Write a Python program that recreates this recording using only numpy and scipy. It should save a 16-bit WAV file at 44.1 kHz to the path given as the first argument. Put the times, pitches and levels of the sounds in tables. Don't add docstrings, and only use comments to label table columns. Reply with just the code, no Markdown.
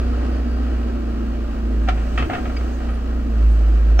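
import sys
import numpy as np
from scipy import signal
from scipy.fft import rfft, irfft
from scipy.io import wavfile

SR = 44100
rng = np.random.default_rng(int(sys.argv[2]) if len(sys.argv) > 2 else 0)


def waveform_to_disk(signal):
    frames = np.transpose(np.atleast_2d(signal))
    scaled = np.clip(frames, -1, 1) * 32767
    samples = np.round(scaled).astype(np.int16)
    wavfile.write(sys.argv[1], SR, samples)


N = 176400
T = np.arange(N) / SR
HZ = np.maximum(np.arange(N // 2 + 1) * SR / N, 1)

# frequency_hz, correlation
STEREO_LIKENESS = [(50, .98), (160, .94), (280, .98), (420, .96), (600, .4), (730, .3), (930, .75),
                   (1400, .8), (1850, .75), (2600, .55), (3200, .3), (10000, .15)]
# frequency_hz, lag_rad
MIC_PORT_LAG = [(56, .13), (150, .05), (250, 0.7), (430, 1.23), (770, 0.38), (920, 3.04), (1120, 2.14),
                (1240, 0.58), (2000, 0.58), (3000, 1.5), (4000, 2.53), (4800, 2.36), (6000, 4.5),
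                (9000, 6.3), (15000, 9.8)]
# frequency_hz, density_db
AIR_SPECTRUM = [(6000, 0.5), (9200, -8.5), (10000, -17), (10900, 2.5), (11900, -13), (13500, 6), (15700, 2)]
# peak_s, level_db, width_s
TICK_SWELLS = [(3.516, -51, .0012), (3.53, -49, .0012)]
# frequency_hz, density_db
TICK_SPECTRUM = [(5000, -24), (9200, 6), (11500, -16), (15000, -13)]

# time_s, level_db
OIL_LEVEL = [(0, -70), (1.7, -62.5), (2.1, -55), (2.7, -55), (3, -65), (3.5, -58), (4, -62)]
# frequency_hz, density_db
OIL_SPECTRUM = [(2000, -16), (4400, 2.5), (5600, 1), (6500, 5.5), (7000, -8.5), (7700, 6), (8500, -11),
                (10000, -10.5), (12000, -12), (15000, -7)]
# peak_s, level_db, width_s
WHISTLE_SWELLS = [(.12, -61, .05), (.34, -60.5, .04), (.56, -58.5, .055)]
# peak_s, pitch_hz, level_db, width_s
THIN_TONES = [(2.571, 2250, -36, .0046), (2.573, 4840, -39, 0.0052), (2.747, 6600, -56, .015),
              (2.908, 9550, -65, 0.0067), (2.95, 9270, -62, .008), (2.974, 9220, -69, .01),
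              (3.995, 5756, -31, .0041)]
# peak_s, level_db, width_s
THUD_SWELL = (2.284, -25, 0.11)
# frequency_hz, density_db
THUD_SPECTRUM = [(30, -9), (60, -5.5), (85, -9), (125, -12.5), (170, -17.5), (400, -20.5), (900, -65)]

# start_s, level_db, chatter_s, shell_boom_db, linkage_ring_db, edge_db
BUCKET_KNOCKS = [(1.876, -31.5, 0.014, 5, -1, -20), (1.885, -14, 0.011, -0.5, -23, -17.5),
                 (1.974, -32.5, 0.021, 0, -6, -22), (2.002, -31, .006, -10, -14, -40),
                 (2.176, -19.5, 0.032, -9, 3, -17), (2.223, -18, 0.0068, -10, -17, -40),
                 (2.298, -22.5, 0.034, 5.5, -35, -29), (2.332, -25, 0.03, 3.5, -5, -18.5),
                 (2.349, -34, 0.0098, -9, 7, -25), (2.381, -36, .008, 13, -17, -31),
                 (2.453, -23.5, 0.012, -10, -15, -34), (2.497, -30.5, 0.0094, 4, -20, -28),
                 (2.566, -34.5, 0.011, -5.5, 3, -11), (2.608, -28, .004, -6, -19, -30),
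                 (2.802, -37, 0.0096, 7, -22, -26), (2.888, -32, 0.019, -8, -9, -29),
                 (3.991, -17.5, 0.026, 1, -6, -13.5)]
# pitch_hz, gain_db, t60_s, shell_share, linkage_share
BUCKET_MODES = [(474, -11.5, 0.029, 0.2, 0), (727, 1, 0.057, 0.99, 0.02), (787, -9.5, 0.06, .6, 0.2),
                (1192, -8.5, 0.043, 0.04, 0.4), (1279, -6.5, 0.069, 0, 0.01), (1372, -5.5, .06, 0.4, 0.02),
                (1873, -2.5, 0.052, 0.2, 1), (2083, -15.5, 0.035, 0.2, 0.6), (2349, -7, 0.069, 0.2, 0.5),
                (2600, -7.5, 0.038, 0, 0.93), (2714, -9, 0.046, 0.5, 0.86), (2826, -12.5, 0.065, 0.1, 0.5),
                (3140, -8.5, .05, 0.04, 1), (3800, -21.5, 0.085, 0.24, .4)]
# frequency_hz, density_db
CRACK_SPECTRUM = [(100, -5.5), (400, -9.5), (950, 0.5), (1400, 0), (3000, -10.5), (3700, -18),
                  (6500, -49.5)]
# frequency_hz, density_db
EDGE_SPECTRUM = [(2000, -17.5), (3200, 3), (5000, -5), (6500, -10.5), (11000, -30), (16000, -39)]

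# time_s, level_db
CLATTER_LEVEL = [(0, -32), (.5, -33.5), (1.1, -35.5), (1.8, -36), (2.15, -34), (2.5, -34), (2.9, -34.5),
                 (3.2, -36), (4, -34.5)]
# frequency_hz, density_db
CLATTER_SPECTRUM = [(20, -2), (45, -4), (90, -3.5), (150, -3.5), (200, -0.5), (380, 0.5), (480, 0),
                    (600, -2), (720, -3.5), (860, -9.5), (1000, -6), (1130, -7.5), (1260, -6),
                    (1450, -10.5), (1650, -11.5), (1870, -13), (2080, -21.5), (2350, -17.5), (2900, -16),
                    (3400, -24), (4600, -24), (5300, -28.5), (6400, -32), (9000, -38), (12000, -51)]
# time_s, level_db
BURBLE_LEVEL = [(0, -29.5), (.45, -28.5), (.7, -29.5), (1.2, -27.5), (1.5, -32), (1.7, -26.5), (2.1, -34),
                (2.35, -27), (2.55, -31), (3, -33), (3.2, -29), (3.6, -36), (4, -32.5)]
# pitch_hz, width_hz, gain_db
PIPE_MODES = [(226, 64, -7.5), (272, 43, -2.5), (324.3, 32, -9)]
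# firing_multiple, gain_db
SILENCER_ORDERS = [(3.5, -5.5), (3.75, -14), (4, -0.5), (4.25, -15), (4.5, -4.5), (4.75, -11.5), (5, -10.5),
                   (5.5, -15), (6, -10.5), (6.5, -9.5), (8, -15.5)]
# frequency_hz, gain_db
SILENCER_RESPONSE = [(190, -12), (216, -5.5), (235, -1.5), (258, -4.5), (298, -7.5), (330, 2), (370, -10),
                     (480, -4)]
# firing_multiple, level_db
CYLINDER_ORDERS = [(.5, -36), (.75, -40), (1.5, -43.5), (1.75, -49), (3, -52.5)]
# time_s, relative_db
DRONE_LEVEL = [(0.03, -19), (0.13, -22.5), (0.77, -21), (1.5, -26), (1.55, -23), (1.81, -17.5),
               (2.24, -22.5), (2.27, -30), (2.31, -37.5), (2.43, -24.5), (2.66, -23.5), (2.77, -26),
               (2.89, -21.5), (3.28, -22.5), (3.5, -13.5), (3.96, -13)]
# time_s, rate_hz
FIRING_RATE = [(0, 59.64), (.15, 60.1), (.5, 59.96), (.75, 59.58), (1.1, 57.38), (1.45, 56.56),
               (1.88, 55.19), (2.03, 55.12), (2.2, 58.4), (2.4, 59.48), (2.72, 59.28), (2.9, 58.02),
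               (3.17, 58.33), (3.38, 55.56), (3.67, 53.94), (4, 54.5)]


def from_db(db):
    return 10 ** (np.asarray(db) / 20)


def unit_rms(x):
    return x / np.sqrt(np.mean(x ** 2) + 1e-20)


def in_time(rows):
    return np.interp(T, *np.transpose(rows))


def at_hz(rows):
    hz, value = np.transpose(rows)
    return np.interp(np.log(HZ), np.log(hz), value)


def drift(rate_hz):
    return unit_rms(irfft(rfft(rng.standard_normal(N)) / (1 + (HZ / rate_hz) ** 2), N))


def swell(peak_s, db, width_s):
    return from_db(db) * np.exp(-np.minimum(.5 * ((T - peak_s) / width_s) ** 2, 40))


def pan(right_db):
    return from_db(np.array([[-.5], [.5]]) * right_db)


def noise(spectrum_db=0):
    mid, side = rfft(rng.standard_normal((2, N)))
    alike = at_hz(STEREO_LIKENESS)
    both = np.sqrt(1 + alike) * mid + np.sqrt(1 - alike) * side * np.array([[1], [-1]])
    return unit_rms(irfft(both * from_db(spectrum_db), N))


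def resonate(x, hz, width_hz):
    radius = np.exp(-np.pi * width_hz / SR)
    feedforward = np.sqrt((1 - radius ** 2) / 2) * np.array([1, 0, -1])
    feedback = [1, -2 * radius * np.cos(2 * np.pi * hz / SR), radius ** 2]
    return signal.lfilter(feedforward, feedback, x + 1e-18)


def partial(phase, order, waver_db=3.5, waver_hz=4):
    tone = np.sin(order * phase + rng.uniform(0, 2 * np.pi))
    return unit_rms(tone * from_db(waver_db * drift(waver_hz)))


def air():
    return from_db(-62.5) * noise(at_hz(AIR_SPECTRUM))


def yard_echo(x, t60_s=.19, delay_s=.0053, level_db=-7):
    tail = rng.standard_normal((2, N)) * from_db(-60 * T / t60_s) * (T > delay_s)
    return from_db(level_db) * signal.fftconvolve(x, unit_rms(tail) / np.sqrt(N), axes=1)[:, :N]


def ticks():
    return sum(swell(*row) for row in TICK_SWELLS) * noise(at_hz(TICK_SPECTRUM))


def pump_whistle(phase):
    return sum(swell(*row) for row in WHISTLE_SWELLS) * partial(phase, order=79.8)


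def oil_hiss():
    return from_db(in_time(OIL_LEVEL)) * noise(at_hz(OIL_SPECTRUM))


def thin_tone(peak_s, hz, db, width_s, waver_hz=34.6):
    pitch_hz = hz + waver_hz * drift(rate_hz=150)
    return swell(peak_s, db, width_s) * unit_rms(np.sin(2 * np.pi * np.cumsum(pitch_hz) / SR))


def earth_thud():
    return swell(*THUD_SWELL) * noise(at_hz(THUD_SPECTRUM))


def bucket(strike_db=19, chatter_db=-8, crack_db=-5.5, rise_s=.002, dull_cut_hz=3340):
    starts_s, levels_db, _, shell_db, linkage_db, edge_db = np.transpose(BUCKET_KNOCKS)
    envelopes = []
    for start_s, db, chatter_s, *_ in BUCKET_KNOCKS:
        rise = np.clip((T - start_s) / rise_s, 0, 1)
        decay = np.exp(-np.minimum(np.abs(T - start_s) / chatter_s, 40))
        envelopes.append(from_db(db) * rise * decay)
    envelopes = np.array(envelopes)
    chatter = from_db(chatter_db) * np.tanh(2 * noise())
    ring = 0
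    for k, (hz, db, t60_s, shell_share, linkage_share) in enumerate(BUCKET_MODES):
        strength = from_db(db + shell_db * shell_share + linkage_db * linkage_share)
        strikes = np.bincount((starts_s * SR).astype(int), strength * from_db(levels_db + strike_db), N)
        force = strikes + chatter * (strength @ envelopes)
        ring += (-1) ** k * resonate(force, hz, width_hz=np.log(1000) / np.pi / t60_s)
    dulled_ring = signal.sosfilt(signal.butter(4, dull_cut_hz, fs=SR, output="sos"), ring)
    crack = from_db(crack_db) * envelopes.sum(0) * noise(at_hz(CRACK_SPECTRUM))
    edge = (from_db(edge_db) @ envelopes) * noise(at_hz(EDGE_SPECTRUM))
    return dulled_ring + crack + edge


def block_clatter(phase, throb_depth=.1, flicker_db=.6, ripple_db=2.5, ripple_step_hz=21.85):
    throb = (1 + throb_depth * np.cos(phase)) * from_db(flicker_db * drift(rate_hz=6.7))
    reflections = np.interp(HZ / ripple_step_hz, np.arange(len(HZ)), rng.standard_normal(len(HZ)))
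    reflections *= HZ / (HZ + 300)
    return from_db(in_time(CLATTER_LEVEL)) * throb * noise(at_hz(CLATTER_SPECTRUM) + ripple_db * reflections)


def exhaust_burble(phase, firing_hz, puff_depth=.5, puff_db=-7.5):
    puffs = noise() * (1 + puff_depth * np.cos(phase))
    pipe = sum((-1) ** k * from_db(db) * resonate(puffs, hz, width_hz)
               for k, (hz, width_hz, db) in enumerate(PIPE_MODES))
    pipe = signal.sosfilt(signal.butter(2, [170, 450], "band", fs=SR, output="sos"), unit_rms(pipe))
    tones = 0
    for order, db in SILENCER_ORDERS:
        silencer_db = np.interp(order * firing_hz, *np.transpose(SILENCER_RESPONSE))
        tones += from_db(db + silencer_db) * partial(phase, order, waver_db=2.3, waver_hz=6)
    return from_db(in_time(BURBLE_LEVEL)) * (tones + from_db(puff_db) * pipe)


def diesel_drone(phase, firing_hz, firing_gain_db=1.5, full_load_hz=56, growth_db_per_hz=1.9):
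    firing = from_db(in_time(DRONE_LEVEL) + firing_gain_db) * partial(phase, 1, waver_db=1.3)
    sag_hz = full_load_hz - firing_hz
    second = from_db(-42 + growth_db_per_hz * sag_hz) * partial(phase, 2)
    uneven = sum(from_db(db) * partial(phase, order) for order, db in CYLINDER_ORDERS)
    return firing + second + uneven


def scene():
    firing_hz = in_time(FIRING_RATE)
    phase = 2 * np.pi * np.cumsum(firing_hz) / SR
    drone = pan(right_db=1) * diesel_drone(phase, firing_hz)
    bass = drone + exhaust_burble(phase, firing_hz) + earth_thud()
    steel = bucket()
    pins = sum(thin_tone(*row) for row in THIN_TONES)
    highs = oil_hiss() + air() + pump_whistle(phase)
    centre = pins + ticks()
    return bass + centre + pan(right_db=.26) * (block_clatter(phase) + highs + steel + yard_echo(steel))


def record(dry, cutoff_hz=15800):
    phase_turn = np.exp(1j * np.array([[-.5], [.5]]) * at_hz(MIC_PORT_LAG))
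    ports = np.roll(irfft(phase_turn, N), N // 2, axis=1)
    heard = signal.fftconvolve(dry, ports, axes=1)[:, N // 2:N // 2 + N]
    return signal.sosfilt(signal.ellip(10, .1, 80, cutoff_hz, fs=SR, output="sos"), heard)


dry = scene()
out = record(dry)
waveform_to_disk(out)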